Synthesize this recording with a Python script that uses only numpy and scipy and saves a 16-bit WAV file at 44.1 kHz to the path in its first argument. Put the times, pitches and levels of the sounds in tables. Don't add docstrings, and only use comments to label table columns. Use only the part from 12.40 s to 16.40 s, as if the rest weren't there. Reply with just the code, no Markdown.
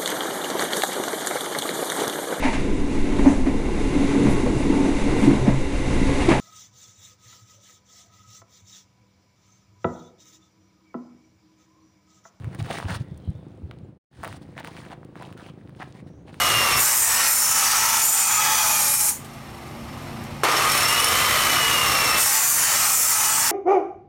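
import sys
import numpy as np
from scipy import signal
from scipy.fft import rfft, irfft
from scipy.io import wavfile

SR = 44100
rng = np.random.default_rng(int(sys.argv[2]) if len(sys.argv) > 2 else 0)


def wav_out(sig):
    wavfile.write(sys.argv[1], SR, np.round(np.clip(np.atleast_2d(sig).T, -1, 1) * 32767).astype(np.int16))


N = 176400
TIME = np.arange(N) / SR


# frequency in Hz, relative spectral density in dB.
GRIT_SPECTRUM = [(200, -19.5), (400, -4.5), (700, 4), (1200, -2), (2000, -6.5), (3200, -11.5), (5000, -25),
                 (9000, -35)]
SAND_SPECTRUM = [(2000, 0.5), (3500, 6), (5500, -2.5), (8000, -6.5), (11000, -7), (16000, -11)]
# start in seconds, length in seconds, level in dB,
# boost of the sand in dB, pitch of the squelch in Hz.
SOLE_CONTACTS = [(0.018, 0.1, -57.5, -2.5, 2460), (0.13, .026, -48.5, -1, 1880),
                 (0.192, 0.015, -40.5, 4.5, 746), (0.243, 0.063, -43, -0.5, 785),
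                 (0.306, 0.0092, -32.5, -4, 664), (0.329, 0.06, -35.5, 3.5, 2090),
                 (0.406, 0.034, -44, 1.5, 880), (0.451, 0.027, -43, -6.5, 2840),
                 (0.487, 0.042, -32.5, -2, 1700), (0.545, 0.017, -37, 6.5, 1650),
                 (0.603, 0.018, -59.5, 14, 1500), (1.711, 0.18, -52, 3, 1640),
                 (1.833, 0.039, -40.5, -9, 750), (1.887, 0.082, -47.5, 5, 1790),
                 (2.021, 0.011, -52, 6, 1760), (2.054, 0.12, -61.5, 1, 2040),
                 (2.172, 0.037, -38.5, -9, 1800), (2.247, 0.04, -40.5, 0, 1030),
                 (2.308, 0.042, -49.5, 4.5, 2160), (2.364, .04, -44.5, 1.5, 2260),
                 (2.409, 0.079, -49, 1.5, 1810), (2.506, 0.027, -41, -6, 724),
                 (2.557, 0.035, -77, -2.5, 1800), (2.764, 0.058, -44.5, -6, 900),
                 (2.829, 0.035, -44.5, -4.5, 860), (2.862, 0.075, -51, -2, 1150),
                 (2.975, 0.048, -45.5, -1.5, 1500), (3.035, 0.062, -48.5, 0.5, 2720),
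                 (3.189, 0.026, -59, -6, 1820), (3.364, 0.15, -60, 6.5, 875), (3.401, 0.027, -38, -20, 725),
                 (3.546, 0.059, -52.5, 0, 2060), (3.672, .016, -58, 4, 1780),
                 (3.876, .027, -46.5, -4.5, 720), (3.928, 0.085, -57, 8, 1420)]

def crunches(rise_s=0.0062, decay_s=0.0087):
    grit = grains(GRIT_SPECTRUM, per_s=2000, spread_db=3.5)
    sand = from_db(-9.5) * grains(SAND_SPECTRUM, per_s=7000, spread_db=1)
    out = np.zeros(N)
    for start, length, db, sand_db, hz in SOLE_CONTACTS:
        time_constants = np.maximum((start - TIME) / rise_s, (TIME - start - length) / decay_s)
        load = np.exp(-np.clip(time_constants, 0, 20))
        squelch = from_db(-9) * unit_rms(band(grit, hz, edge_ratio=1.22))
        out += from_db(db) * load * (unit_rms(grit + squelch) + from_db(sand_db) * sand)
    return out


def grains(spectrum, per_s, spread_db, clump_db=2, clump_hz=53):
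    pitches = np.geomspace(spectrum[0][0], spectrum[-1][0], num=12)
    sizes = from_db(spread_db * np.minimum(rng.exponential(1, N), 3.3)) * rng.choice([-1, 1], N)
    clicks = sizes * (rng.random(N) < per_s / SR)
    pitch_index = rng.integers(0, len(pitches), N)
    out = np.zeros(N)
    for k, hz in enumerate(pitches):
        clumps = from_db(clump_db * wander(clump_hz))
        rings = band(clicks * clumps * (pitch_index == k), hz, edge_ratio=1.244)
        out += gain_at(spectrum, hz) * np.sqrt(hz) * unit_rms(rings)
    return unit_rms(out)


# start in seconds, peak of the body in dB, pitch in Hz, peak of the tick relative to the body in dB.
BREAKS = [(0.023, -41, 1220, -22), (.0445, -29, 1330, -13.5), (.148, -28, 1300, -6.5),
          (0.227, -36, 2500, 5.5), (0.247, -29, 1490, -16), (.264, -26, 1370, -10), (.311, -17, 1550, -15),
          (.319, -24, 1190, -19), (.386, -18.5, 990, -14.5), (.401, -19, 1120, -21), (.427, -21, 920, -23),
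          (0.485, -33, 1600, -21), (0.505, -19.5, 1320, -10), (.776, -55.5, 9000, 15.5),
          (.903, -50, 8000, 4.5), (1.3119, -28, 2160, -17), (1.3131, -32, 1130, -27),
          (1.338, -46, 2000, -15), (1.387, -43.5, 3000, -10), (1.8329, -19.5, 970, -11),
          (1.8374, -15.5, 970, -13), (1.8469, -17.5, 1300, -7.5), (1.8522, -19, 1160, -15),
          (1.8576, -34, 1600, -14), (1.8765, -21, 1150, -6), (1.9274, -23.5, 1690, -9),
          (2.179, -18, 1570, -17), (2.199, -31.5, 1460, -2), (2.2305, -32, 2200, -18),
          (2.247, -19, 1400, -14), (2.2735, -21, 1900, -10), (2.3674, -24.5, 1770, -20),
          (2.451, -28.5, 1440, -14), (2.518, -27.5, 1090, -24), (2.532, -27.5, 1380, -17),
          (2.631, -31.5, 920, -35), (2.648, -43, 2470, 0), (2.756, -26.5, 1140, -18),
          (2.824, -24, 1030, -12.5), (2.9265, -30.5, 1930, -12), (2.976, -39.5, 2020, 0),
          (3.064, -30, 1760, -11.5), (3.275, -39, 2000, -28), (3.294, -36, 1180, -11.5),
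          (3.35, -38, 1810, -25), (3.3996, -28, 720, -32), (3.42, -26, 1840, -24), (3.4224, -22, 1410, -25),
          (3.4253, -22.5, 1270, -28), (3.4291, -23.5, 1530, -18), (3.525, -34, 4200, -22),
          (3.894, -35, 1700, -26), (3.943, -28, 1730, -14.5)]

def snaps(tick_decay_s=0.0015):
    out, t = np.zeros(N), TIME[:SR // 50]
    impulse = 1. * (t == 0)
    for start, db, hz, tick_db in BREAKS:
        body = butter(band(impulse, hz, edge_ratio=1.81), 1.7 * hz, "low")
        tick = butter(rng.standard_normal(len(t)), 4500, "high") * np.exp(-t / tick_decay_s)
        add(out, start, from_db(db) * (unit_peak(body) + from_db(tick_db) * unit_peak(tick)))
    return out


def scatter(steps, t60_s=0.29):
    tail = butter(rng.standard_normal(SR), 4000, "low") * from_db(-60 * TIME[:SR] / t60_s)
    return from_db(-17.5) * signal.fftconvolve(steps, tail / np.linalg.norm(tail))[:N]


# centre in seconds, half-width in seconds, peak in dB, pitch in Hz.
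WEIGHT_THUDS = [(.31, 0.015, -30, 235), (1.80, 0.016, -38, 82), (1.915, 0.011, -33, 90),
                (1.975, 0.013, -38, 86.6), (2.385, 0.015, -51.5, 75), (2.84, 0.027, -40.5, 191.9),
                (3.57, 0.043, -50, 76.4)]
MICROPHONE_BUFFETS = [(.015, 0.009, -29.5, 121), (.052, 0.013, -26, 115), (.077, 0.0086, -21.5, 115),
                      (.199, 0.0078, -20.5, 135), (.223, 0.0093, -18, 105), (.25, 0.023, -29, 130),
                      (.459, 0.014, -19, 105), (.51, 0.011, -23.5, 170), (.526, 0.012, -23.5, 105),
                      (.565, 0.008, -24.5, 110), (.61, 0.0094, -19, 105), (.72, 0.0077, -24.5, 125),
                      (.745, 0.028, -35.5, 80), (.89, 0.012, -18, 85), (.897, 0.013, -22.5, 150),
                      (.96, 0.013, -33.5, 105), (1.247, 0.018, -26.5, 90), (1.435, 0.0077, -31, 115)]

def low_bumps(pulses):
    out = np.zeros(N)
    uneven_time = np.cumsum(1 + 0.2436 * wander(122.7)) / SR
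    for centre, half_width, db, hz in pulses:
        swings = np.sin(2 * np.pi * (hz * uneven_time + rng.random()))
        out += from_db(db) * swell(centre, half_width) * swings
    return butter(out, 39, "high")


# time in seconds, level in dB.
SETTLING_LEVEL = [(0, -70.5), (.65, -74), (.9, -71), (1.1, -74.5), (1.5, -86), (1.8, -72), (2.6, -80.5),
                  (3.2, -74), (4, -77)]
# centre in seconds, half-width in seconds, pitch in Hz, level in dB.
FOOTPRINT_SEEPS = [(0.67, 0.044, 1960, -60.5), (0.724, 0.077, 3510, -70.5), (.87, .055, 3180, -64.5),
                   (.88, 0.056, 3950, -69), (0.97, 0.11, 3560, -70.5)]

def wet_mud():
    out = gain_curve(SETTLING_LEVEL) * grains(SAND_SPECTRUM, per_s=550, spread_db=5)
    white = rng.standard_normal(N)
    for centre, half_width, hz, db in FOOTPRINT_SEEPS:
        fizz = unit_rms(band(white, hz, edge_ratio=1.044))
        out += from_db(db) * swell(centre, half_width) * fizz
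    return out


# time in seconds, firings per second.
FIRING_RATE = [(0, 26.2), (1.6, 26.2), (1.7, 26.7), (3.35, 26.7), (4, 26.2)]
# frequency in Hz, relative spectral density in dB.
PUFF_SPECTRUM = [(60, -18), (130, -6), (220, -7), (330, -0.5), (520, -10), (800, -12.5), (1500, -34),
                 (4000, -32), (8000, -66)]
# frequency in Hz, drive in dB, time to fall by 60 dB in seconds.
EXHAUST_MODES = [(112, -53.5, 0.046), (150, -39.5, .1), (185, -49.5, 0.085), (287.3, -43, 0.095),
                 (338.2, -47.5, 0.099), (490, -48.5, 0.11)]
# time in seconds, gain in dB.
ENGINE_GAIN = [(0, 0), (1.0, -2), (1.5, -3), (1.8, -1.5), (2.4, 2.5), (3.2, 1), (4, -2.5)]

def boat_engine(jitter_s=0.0003, spread_db=1.3, puff_decay_s=0.015):
    cycles = np.cumsum(np.interp(TIME, *np.transpose(FIRING_RATE))) / SR
    firings = np.zeros(N)
    for start in 0.036 + np.interp(np.arange(int(cycles[-1])), cycles, TIME):
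        add(firings, start + jitter_s * rng.normal(), from_db([spread_db * rng.normal()]))
    chuff = butter(butter(firings, [90, 345], "band"), 476, "low")
    puff_envelope = signal.lfilter([1], [1, -np.exp(-1 / (puff_decay_s * SR))], firings)
    out = from_db(-36.5) * unit_peak(chuff) + from_db(-46.5) * noise(PUFF_SPECTRUM) * puff_envelope
    for hz, db, t60 in EXHAUST_MODES:
        radius, angle = from_db(-60 / (t60 * SR)), 2 * np.pi * hz / SR
        drive = firings * from_db(db + spread_db * rng.standard_normal(N))
        out += signal.lfilter([.5, 0, -.5], [1, -2 * radius * np.cos(angle), radius ** 2], drive)
    out = butter(out, 70, "high")
    muffled = butter(butter(out, 774, "low"), 950, "low")
    return gain_curve(ENGINE_GAIN) * muffled


# start in seconds, length in seconds, first and last pitch in Hz, peak in dB.
WHISTLES = [(1.11, 0.031, 7300, 6800, -78), (1.235, .04, 7300, 7200, -87), (1.435, 0.021, 7400, 7100, -75),
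            (3.638, .2, 5600, 6100, -69.5), (3.707, 0.17, 6400, 6730, -75)]

def birds():
    out = np.zeros(N)
    waver_hz = 254 * wander(cutoff_hz=500)
    for start, length, first_hz, last_hz, db in WHISTLES:
        progress = np.clip((TIME - start) / length, 0, 1)
        pitch = first_hz + (last_hz - first_hz) * progress + waver_hz
        envelope = np.sqrt(abs(np.sin(np.pi * progress)))
        out += from_db(db) * envelope * np.sin(2 * np.pi * np.cumsum(pitch) / SR)
    return out


# frequency in Hz, relative spectral density in dB.
WIND_SPECTRUM = [(20, -38), (40, -24), (70, -4), (130, 1.5), (250, -7.5), (500, -18.5), (1500, -41),
                 (4000, -76.5)]
AIR_SPECTRUM = [(100, -2.5), (600, 3), (1200, -3), (2500, -10.5), (4000, -15.5), (6000, -23.5),
                (10000, -29), (16000, -27.5)]
# time in seconds, gain in dB.
WIND_GAIN = [(0, 3), (.9, -0.5), (1.5, -1.5), (2.0, 1), (2.4, -2.5), (2.7, -3.5), (3.3, -1.5), (3.55, 1),
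             (4, 0.5)]
AIR_GAIN = [(0, 5.5), (1.5, -3.5), (2.1, 1.5), (3.2, 1), (3.8, -2.5)]

def wind_and_air():
    rumble = from_db(-43.5) * gain_curve(WIND_GAIN) * noise(WIND_SPECTRUM)
    hiss = from_db(-59) * gain_curve(AIR_GAIN) * noise(AIR_SPECTRUM)
    return rumble + hiss


def from_db(db):
    return 10 ** (np.asarray(db) / 20)


def unit_rms(x):
    return x / np.sqrt(np.mean(x ** 2) + 1e-20)


def unit_peak(x):
    return x / abs(x).max()


def gain_curve(rows):
    return from_db(np.interp(TIME, *np.transpose(rows)))


def gain_at(spectrum, hz):
    frequencies, db = np.transpose(spectrum)
    return from_db(np.interp(np.log(hz + 1), np.log(frequencies), db))


def butter(x, hz, kind):
    sections = signal.butter(2, np.clip(hz, 10, .48 * SR), kind, fs=SR, output="sos")
    return signal.sosfilt(sections, x + 1e-18)


def band(x, hz, edge_ratio):
    return butter(x, [hz / edge_ratio, hz * edge_ratio], "band")


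def noise(spectrum):
    gains = gain_at(spectrum, np.fft.rfftfreq(N, 1 / SR))
    return unit_rms(irfft(rfft(rng.standard_normal(N)) * gains, N))


def wander(cutoff_hz):
    return unit_rms(butter(rng.standard_normal(N), cutoff_hz, "low"))


def swell(centre, half_width):
    return np.exp(-np.minimum(((TIME - centre) / half_width) ** 2, 20))


def add(out, start_s, sound):
    i = int(np.clip(start_s * SR, 0, N))
    out[i:i + len(sound)] += sound[:N - i]


def scene():
    steps = crunches() + snaps()
    bumps = low_bumps(WEIGHT_THUDS) + low_bumps(MICROPHONE_BUFFETS)
    background = boat_engine() + birds() + wind_and_air()
    return (steps + scatter(steps) + wet_mud() + bumps + background)[None]


# frequency in Hz, gain in dB, quality factor.
MICROPHONE_RESPONSE = [(9260, 10.5, 4.1), (12100, -17, 2.55), (15450, 6.5, 7)]
# time in seconds, gain in dB.
LEVEL_DIP = [(1.49, -1), (1.545, -9), (1.575, -11), (1.59, -64.5), (1.70, -62), (1.715, -18), (1.75, -9.5),
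             (1.81, -3)]

def record(dry, cutoff_hz=15900):
    for hz, db, q in MICROPHONE_RESPONSE:
        angle, root_gain = 2 * np.pi * hz / SR, from_db(db / 2)
        damping = np.sin(angle) / (2 * q)
        numerator = [1 + damping * root_gain, -2 * np.cos(angle), 1 - damping * root_gain]
        denominator = [1 + damping / root_gain, -2 * np.cos(angle), 1 - damping / root_gain]
        dry = signal.lfilter(numerator, denominator, dry)
    top_cut = signal.ellip(10, .3, 80, cutoff_hz, fs=SR, output="sos")
    return signal.sosfilt(top_cut, dry * gain_curve(LEVEL_DIP))


dry = scene()
out = record(dry)
wav_out(out)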